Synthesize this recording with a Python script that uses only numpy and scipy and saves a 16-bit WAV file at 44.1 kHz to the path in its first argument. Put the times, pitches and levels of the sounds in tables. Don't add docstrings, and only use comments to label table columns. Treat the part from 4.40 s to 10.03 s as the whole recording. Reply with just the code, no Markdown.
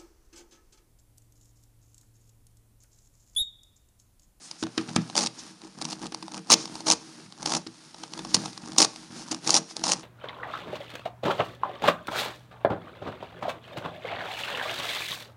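import sys
import numpy as np
from scipy import signal
from scipy.io import wavfile

SR = 44100
rng = np.random.default_rng(int(sys.argv[2]) if len(sys.argv) > 2 else 0)


def transcribe(signal):
    frames = np.atleast_2d(signal).T
    limited = np.clip(frames, -1, 1)
    pcm = np.round(limited * 32767).astype(np.int16)
    wavfile.write(sys.argv[1], SR, pcm)


N = 248283
TIME = np.arange(N) / SR


def amp(db):
    return 10 ** (np.asarray(db) / 20)


def unit(x):
    return x / np.sqrt(np.mean(x ** 2) + 1e-20)


def read(points, hz):
    f, value = np.transpose(points)
    return np.interp(np.log(hz + 1), np.log(f + 1), value)


def add(mix, s, sound):
    part = mix[max(round(s * SR), 0):][:len(sound)]
    part += sound[:len(part)]


def colour(x, spectrum, ring_hz=5000, ring_db=0, width_hz=900, size=2048):
    hz = abs(np.fft.fftfreq(size, 1 / SR))
    resonance_db = ring_db / (1 + ((hz - ring_hz) / width_hz) ** 2)
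    gain = amp(read(spectrum, hz) + resonance_db)
    minimum_phase = np.exp(np.conj(signal.hilbert(np.log(gain))))
    response = np.fft.ifft(minimum_phase).real
    return signal.fftconvolve(x, response)[:len(x)]


def contacts(per_s, spread_db):
    size = amp(spread_db * np.minimum(rng.exponential(1, N), 3))
    sign = rng.choice([-1, 1], N)
    return size * sign * (rng.random(N) < per_s / SR)


def envelope(start, length, attack_s, release_s, arch_db, swell_db=0):
    early = np.maximum(start - TIME, 0)
    late = np.maximum(TIME - start - length, 0)
    progress = np.clip((TIME - start) / length, 0, 1)
    effort_db = swell_db * (progress - .5) + arch_db * (np.sin(np.pi * progress) - 1)
    return amp(effort_db) * np.exp(-early / attack_s - late / release_s)


# frequency in Hz, relative level in dB per Hz.
CRACK = [(500, -31), (1300, -29), (2000, -8), (2650, -5), (3300, -6.5), (4200, -3.5), (5500, -0.5),
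         (6900, -3), (8800, -4), (11000, -8.5), (16000, -44)]
# frequency in Hz, relative level in dB per Hz.
SHELL = [(90, -34.5), (190, -10.5), (310, -1), (420, -9), (600, -6), (850, 0), (1250, -6), (1700, -16),
         (3000, -28)]


def loose_pieces(count=3):
    out = np.zeros(N)
    rings_hz, cavities_hz = np.geomspace(4300, 6100, count), np.geomspace(750, 1250, count)
    for ring_hz, cavity_hz in zip(rings_hz, cavities_hz):
        nudges = contacts(per_s=110, spread_db=6)
        crack = unit(colour(nudges, CRACK, ring_hz=ring_hz, ring_db=6, width_hz=800))
        shell = unit(colour(nudges, SHELL, ring_hz=cavity_hz, ring_db=9, width_hz=110))
        out += amp(-6) * crack + amp(-7) * shell
    return out / np.sqrt(count)


# frequency in Hz, relative level in dB per Hz.
SLIDE = [(150, -2), (450, -6), (900, -2.5), (1900, -4.5), (3300, -4), (5200, -0.5), (7000, -5),
         (10000, -5.5), (16000, -9.5)]
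# frequency in Hz, relative level in dB per Hz.
FUMBLE = [(20, -37), (50, -6.5), (85, -15.5), (125, -6.5), (190, 0), (320, 1), (430, -12.5), (900, -16),
          (1600, -14), (4000, -55.5)]
# start in seconds, length in seconds, level of the sliding hiss
# in dB, level of the dull fumbling in dB (before the levels of its bumps and ticks).
REGRIPS = [(0, 0.19, -51.5, -76), (.32, 0.49, -50.5, -48), (.95, 0.17, -48, -51), (1.23, 0.05, -58, -49.5),
           (1.38, 0.17, -51.5, -44.5), (1.61, 0.048, -47.5, -43), (1.75, 0.16, -53.5, -52),
           (1.95, 0.017, -50, -38), (2.17, 0.075, -47.5, -43.5), (2.3, .12, -45.5, -48.5),
           (2.6, 0.26, -50, -54.5), (3.005, 0.05, -50, -43), (3.34, .2, -52.5, -63),
           (3.58, 0.092, -50, -49.5), (3.72, 0.17, -48.5, -46), (3.9, 0.2, -43.5, -44),
           (4.09, 0.091, -48.5, -54), (4.22, 0.16, -51.5, -44.5), (4.5, 0.18, -49, -52.5),
           (4.72, 0.12, -45.5, -47), (4.87, 0.097, -47.5, -43), (5.045, 0.033, -40, -42.5),
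           (5.29, 0.035, -46.5, -49), (5.37, 0.07, -48.5, -42), (5.55, 0.06, -53, -46)]
RESTING_SLIDE_DB, RESTING_FUMBLE_DB = -57, -60.5
TURNING_SLIDE_DB = -43
GRIP_ATTACK_S, GRIP_RELEASE_S, GRIP_ARCH_DB = 0.026, 0.025, 2.5


def hands():
    slide, fumble = amp(RESTING_SLIDE_DB), amp(RESTING_FUMBLE_DB)
    pushes = [(start, length, TURNING_SLIDE_DB, fumble_db) for start, length, *_, fumble_db in TURNS]
    for start, length, slide_db, fumble_db in list(REGRIPS) + pushes:
        move = envelope(start, length, GRIP_ATTACK_S, GRIP_RELEASE_S, GRIP_ARCH_DB)
        slide = np.maximum(slide, amp(slide_db) * move)
        fumble = np.maximum(fumble, amp(fumble_db) * move)
    skin = contacts(per_s=14000, spread_db=5)
    hiss = slide * unit(colour(skin, SLIDE, ring_hz=4970, ring_db=2, width_hz=1200))
    bumps = amp(-1) * fumble * unit(colour(contacts(per_s=190, spread_db=3.5), FUMBLE))
    return hiss + bumps + fumble * loose_pieces()


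# moment of the peak in seconds, level in dB,
# time to swell or fade in seconds, centre of the bright band in Hz.
BRUSHES = [(0.054, -47, 0.045, 7650), (0.214, -45.5, 0.027, 7050), (.997, -40.5, 0.014, 6130),
           (2.21, -40, 0.047, 5830), (3.905, -45, 0.023, 5460), (4.792, -47, 0.045, 6500),
           (5.31, -44.5, .02, 6050)]


def brushes():
    out = np.zeros(N)
    for s, db, length_s, hz in BRUSHES:
        skin = contacts(per_s=11000, spread_db=2.5)
        swish = unit(colour(skin, SLIDE, ring_hz=hz, ring_db=26, width_hz=4000))
        out += amp(db) * np.exp(-((TIME - s) / length_s) ** 2) * swish
    return out


# moment of release in seconds, crack level in dB,
# time for the chatter to peak in milliseconds, hollow shell level in dB (both levels before a fixed trim).
SNAPS = [(0.112, -31, 0.86, -42), (.2271, -31.5, 0.99, -32), (0.2358, -30.5, 0.91, -28.5),
         (0.2673, -41.5, .8, -33), (.378, -26.5, 0.77, -24.5), (0.491, -38, 1.2, -36.5),
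         (.5615, -18.5, .9, -19), (0.6992, -37, 0.33, -34.5), (0.7537, -25, 0.77, -24.5),
         (0.7775, -14.5, 0.67, -20.5), (.789, -21, 1.3, -25.5), (.807, -24, 1.7, -31),
         (.836, -27, 0.55, -28.5), (.861, -22.5, 1.2, -30.5), (.87, -23.5, 1.2, -36),
         (1.2177, -45, 0.35, -46), (1.4135, -29, 1.8, -29), (1.4223, -29.5, .6, -37),
         (1.445, -37, .45, -50), (1.4517, -26.5, .9, -33.5), (1.4874, -42, 1, -52),
         (1.5286, -30, 0.93, -30.5), (1.6324, -43, 0.61, -34), (1.656, -39, 1.6, -31),
         (1.6664, -35.5, 0.92, -42), (1.7217, -39, 1, -36.5), (1.7459, -28, 0.5, -29.5),
         (1.825, -36, 2, -32.5), (1.8811, -40, 0.3, -32.5), (1.919, -39, 0.82, -39),
         (1.944, -34.5, 0.37, -33.5), (1.9778, -36, 0.28, -36), (2.1018, -15, 0.85, -13),
         (2.1183, -9.5, 0.56, -39), (2.1268, -9, 0.69, -41), (2.1362, -12.5, 1.3, -40),
         (2.1406, -11.5, 0.32, -21.5), (2.2556, -30.5, 0.48, -35), (2.275, -40, 2, -40),
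         (2.3538, -34.5, 1, -34.5), (2.4044, -36.5, 1.5, -34.5), (2.468, -26, 1.1, -31),
         (2.481, -21, 2.7, -22.5), (2.5011, -12, .8, -18.5), (2.5126, -13, 0.69, -23),
         (2.5204, -14.5, 0.41, -28), (2.5302, -28, 1.5, -32), (2.9237, -41.5, .6, -44),
         (3.028, -35.5, 0.43, -34), (3.0586, -20.5, 1.25, -24.5), (3.073, -30, 1.5, -27),
         (3.1195, -25, 0.85, -23), (3.1363, -23.5, 1, -23), (3.1496, -21, 1.5, -28), (3.27, -35, .9, -40.5),
         (3.5442, -41.5, 1.1, -38.5), (3.6355, -34.5, 0.71, -32.5), (3.7358, -32.5, 0.44, -36.5),
         (3.7762, -38, 0.62, -37.5), (3.7912, -35, 0.77, -36), (3.8486, -36.5, 1, -30),
         (3.9432, -13.5, 1.1, -29), (3.9662, -27.5, .7, -28), (4.0574, -29.5, 1.5, -28),
         (4.1305, -42.5, .7, -50), (4.1765, -35, .85, -35.5), (4.3198, -38, 0.46, -40),
         (4.3632, -38, 0.64, -31.5), (4.3825, -8, 1.5, -21), (4.4026, -13.5, 0.98, -16.5),
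         (4.4175, -11, 0.99, -19), (4.4259, -13.5, 1.1, -31), (4.447, -19.5, 1.4, -19.5),
         (4.56, -37.5, 0.72, -42), (4.927, -33, 0.67, -28.5), (4.946, -29.5, 0.29, -33),
         (5.0748, -19, 0.55, -27.5), (5.0935, -21, 0.5, -19), (5.1054, -12.5, 0.37, -35),
         (5.1417, -13, 1, -25), (5.1521, -15.5, 0.28, -23), (5.165, -14, 0.54, -29),
         (5.3667, -27, .3, -33.5), (5.394, -40, 0.82, -43), (5.4378, -19.5, 1.7, -22.5),
         (5.4912, -27, 1.3, -26), (5.5186, -14.5, 0.65, -24.5), (5.5337, -20.5, .8, -27)]
SNAP_RING_HZ, RING_OCTAVES_PER_DB = 6610, 0.02


def snaps(slip_db=-24, slip_s=0.0033, size=1280):
    lead_s = .006
    out, t = np.zeros(N), np.arange(size) / SR - lead_s
    span = np.sqrt(.004 * SR / size)
    slip = amp(slip_db) * np.exp(-abs(t) / slip_s)
    noises = rng.standard_normal((len(SNAPS), 2, size))
    cavities_hz = rng.uniform(510, 1204, len(SNAPS))
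    for (s, crack_db, chatter_ms, shell_db), noise, cavity_hz in zip(SNAPS, noises, cavities_hz):
        u = np.maximum(t, 0) / max(chatter_ms / 1000, 1 / SR)
        burst = noise * (slip + u * np.exp(-u))
        ring_hz = SNAP_RING_HZ * 2 ** (RING_OCTAVES_PER_DB * crack_db)
        crack = unit(colour(burst[0], CRACK, ring_hz=ring_hz, ring_db=10, width_hz=1660))
        shell = unit(colour(burst[1], SHELL, ring_hz=cavity_hz, ring_db=5.5, width_hz=85))
        snap = amp(crack_db - .5) * crack + amp(shell_db - 3.5) * shell
        add(out, s - lead_s, span * snap)
    return out


# frequency in Hz, relative level in dB per Hz.
TOCK = [(500, -15.5), (1000, -9), (1250, 5.5), (1500, 0), (1850, -1.5), (2150, -4), (2600, 0), (3300, -4),
        (5000, -5), (9000, -24)]
# start in seconds, push level in dB, pitch of the push in Hz,
# level of the woody clack in dB (both levels before a fixed trim).
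KNOCKS = [(0.226, -22, 292, -33), (0.377, -22.5, 293, -24.5), (0.486, -33.5, 172, -42),
          (0.562, -15, 208, -25), (1.235, -42, 322, -54), (1.615, -36, 300, -51), (1.722, -37, 300, -43.5),
          (1.982, -42, 198, -49), (2.798, -41, 326, -56), (2.86, -44.5, 173, -52.5),
          (3.265, -33.5, 306, -45), (3.636, -50, 175, -42.5), (3.792, -39.5, 333, -43.5),
          (3.948, -25, 181, -53), (4.055, -40, 161, -44), (4.234, -39, 181.5, -49.5),
          (4.704, -38.5, 195, -55), (4.917, -30, 310, -45)]


def thump(t, peak_s, hz):
    return t / peak_s * np.exp(1 - t / peak_s) * np.sin(2 * np.pi * hz * t)


def knocks(clack_s=0.0039, ring_s=0.04, ring_db=-21, sway_db=-15, size=8192):
    out, t = np.zeros(N), np.arange(size) / SR
    noises = rng.standard_normal((len(KNOCKS), size))
    decay = np.exp(-t / clack_s) + amp(ring_db) * np.exp(-t / ring_s)
    sway = amp(sway_db) * thump(t, 0.0062, 115)
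    for (s, db, push_hz, clack_db), noise in zip(KNOCKS, noises):
        push = thump(t, 0.0021, push_hz) + sway
        clack = unit(colour(noise, TOCK)) * decay
        add(out, s, amp(db + 2.5) * push)
        add(out, s + 0.000968, amp(clack_db + 5.5) * clack)
    return out


def stick_slip(per_s=260, depth_db=4):
    knots = np.arange(0, N / SR, 1 / per_s)
    jerks_db = depth_db * rng.choice([-1, 1], len(knots))
    return unit(amp(np.interp(TIME, knots, jerks_db)))


# start in seconds, length in
# seconds, rattle level in dB, swell from start to end in dB, hollow shell against the rattle in dB,
# fumbling of the pushing hand in dB (before the levels of its bumps and ticks).
TURNS = [(0.765, 0.098, -29.5, -10, -5.5, -38.5), (1.501, .035, -37.5, -2, -10, -40.5),
         (2.102, 0.038, -17, 3, -7.5, -37.5), (2.462, .074, -25, 6, -4, -40.5),
         (3.057, 0.12, -32.5, 5.5, -3.5, -40), (3.9445, 0.0085, -13, 4, -9, -46),
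         (4.382, 0.069, -21, -0.5, -6.5, -37), (4.914, 0.013, -28, -4, -8.5, -46),
         (5.064, .12, -27, 10, -5.5, -38.5), (5.441, .1, -29, 5, -4.5, -38)]
TURN_ATTACK_S, TURN_RELEASE_S, TURN_ARCH_DB = 0.0015, 0.0037, 3


def rattle(count=6):
    force, shake = np.zeros(N), np.zeros(N)
    for start, length, db, swell_db, hollow_db, _ in TURNS:
        level = amp(db) * envelope(start, length, TURN_ATTACK_S, TURN_RELEASE_S, TURN_ARCH_DB, swell_db)
        force += level
        shake += level * amp(hollow_db)
    pieces = [contacts(per_s=290, spread_db=3.5) for _ in range(count)]
    cracks = np.zeros(N)
    for piece, hz in zip(pieces, np.geomspace(4100, 7000, count)):
        cracks += colour(piece, CRACK, ring_hz=hz, ring_db=9, width_hz=530)
    shell = unit(colour(sum(pieces), SHELL))
    return stick_slip() * (force * unit(cracks) + shake * shell)


# frequency in Hz, gain at that frequency in dB, time to fall 60 dB in seconds.
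ROOM_MODES = [(122.3, 4, 0.34), (163.5, 9.5, 0.22), (194.3, 5, 0.25), (242, -5, 0.14), (274.8, -11, 0.1),
              (324.5, 4, 0.12), (386.6, -3.5, 0.33), (454.8, 5.5, 0.32)]
# frequency in Hz, level in dB, time to fall 60 dB in seconds.
ROOM = [(100, -3, 0.1), (295, -7, 0.21), (870, -16.5, 0.31), (2020, -15, 0.24), (5400, -22.5, 0.36),
        (11000, -26, 0.43)]
# delay in milliseconds, level in dB.
ECHOES = [(1.1, -35), (2.3, -24.5), (3.7, -33.5), (6.4, -21)]


def room(x):
    t = np.arange(SR) / SR
    hz, frame_s, z = signal.stft(rng.standard_normal(SR), SR, nperseg=256)
    level_db, t60 = (read(np.array(ROOM)[:, [0, k]], hz)[:, None] for k in (1, 2))
    z *= amp(level_db) * np.exp(-np.log(1000) * frame_s / t60)
    z *= np.sqrt(2 * np.log(1000) / t60 / SR)
    late = signal.istft(z, SR, nperseg=256)[1][:SR]
    for k, (mode_hz, db, ring_s) in enumerate(ROOM_MODES):
        decay = np.log(1000) / ring_s
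        hum = np.exp(-decay * t) * np.cos(2 * np.pi * mode_hz * t)
        late += (-1) ** k * amp(db) * 2 * decay / SR * hum
    response = np.zeros(SR)
    response[0] = 1
    add(response, .011, late)
    for ms, db in ECHOES:
        add(response, ms / 1000, amp([db]))
    return signal.fftconvolve(x, response)[:N]


def background_hush():
    bright = unit(colour(rng.standard_normal(N), SLIDE))
    dull = unit(colour(rng.standard_normal(N), FUMBLE))
    return amp(-62.5) * bright + amp(-64) * dull


def scene():
    puzzle = hands() + brushes() + snaps() + knocks() + rattle()
    return (room(puzzle) + background_hush())[None]


# frequency in Hz, gain in dB.
MICROPHONE = [(20, -30), (50, -2.5), (75, -18.5), (110, -0.5), (7100, 0), (7450, -3), (7700, -17.5),
              (7950, -1.5), (8300, -1.5), (10000, -3), (11000, -12), (12000, -19), (12800, -48)]
EDGE_HZ = 16300


def record(dry):
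    x = colour(dry[0], MICROPHONE, size=8192)
    x = x / (1 + (x / .8) ** 6) ** (1 / 6)
    lowpass = signal.firwin(511, EDGE_HZ, window=("kaiser", 9), fs=SR)
    return signal.fftconvolve(x, lowpass, "same")[None]


dry = scene()
out = record(dry)
transcribe(out)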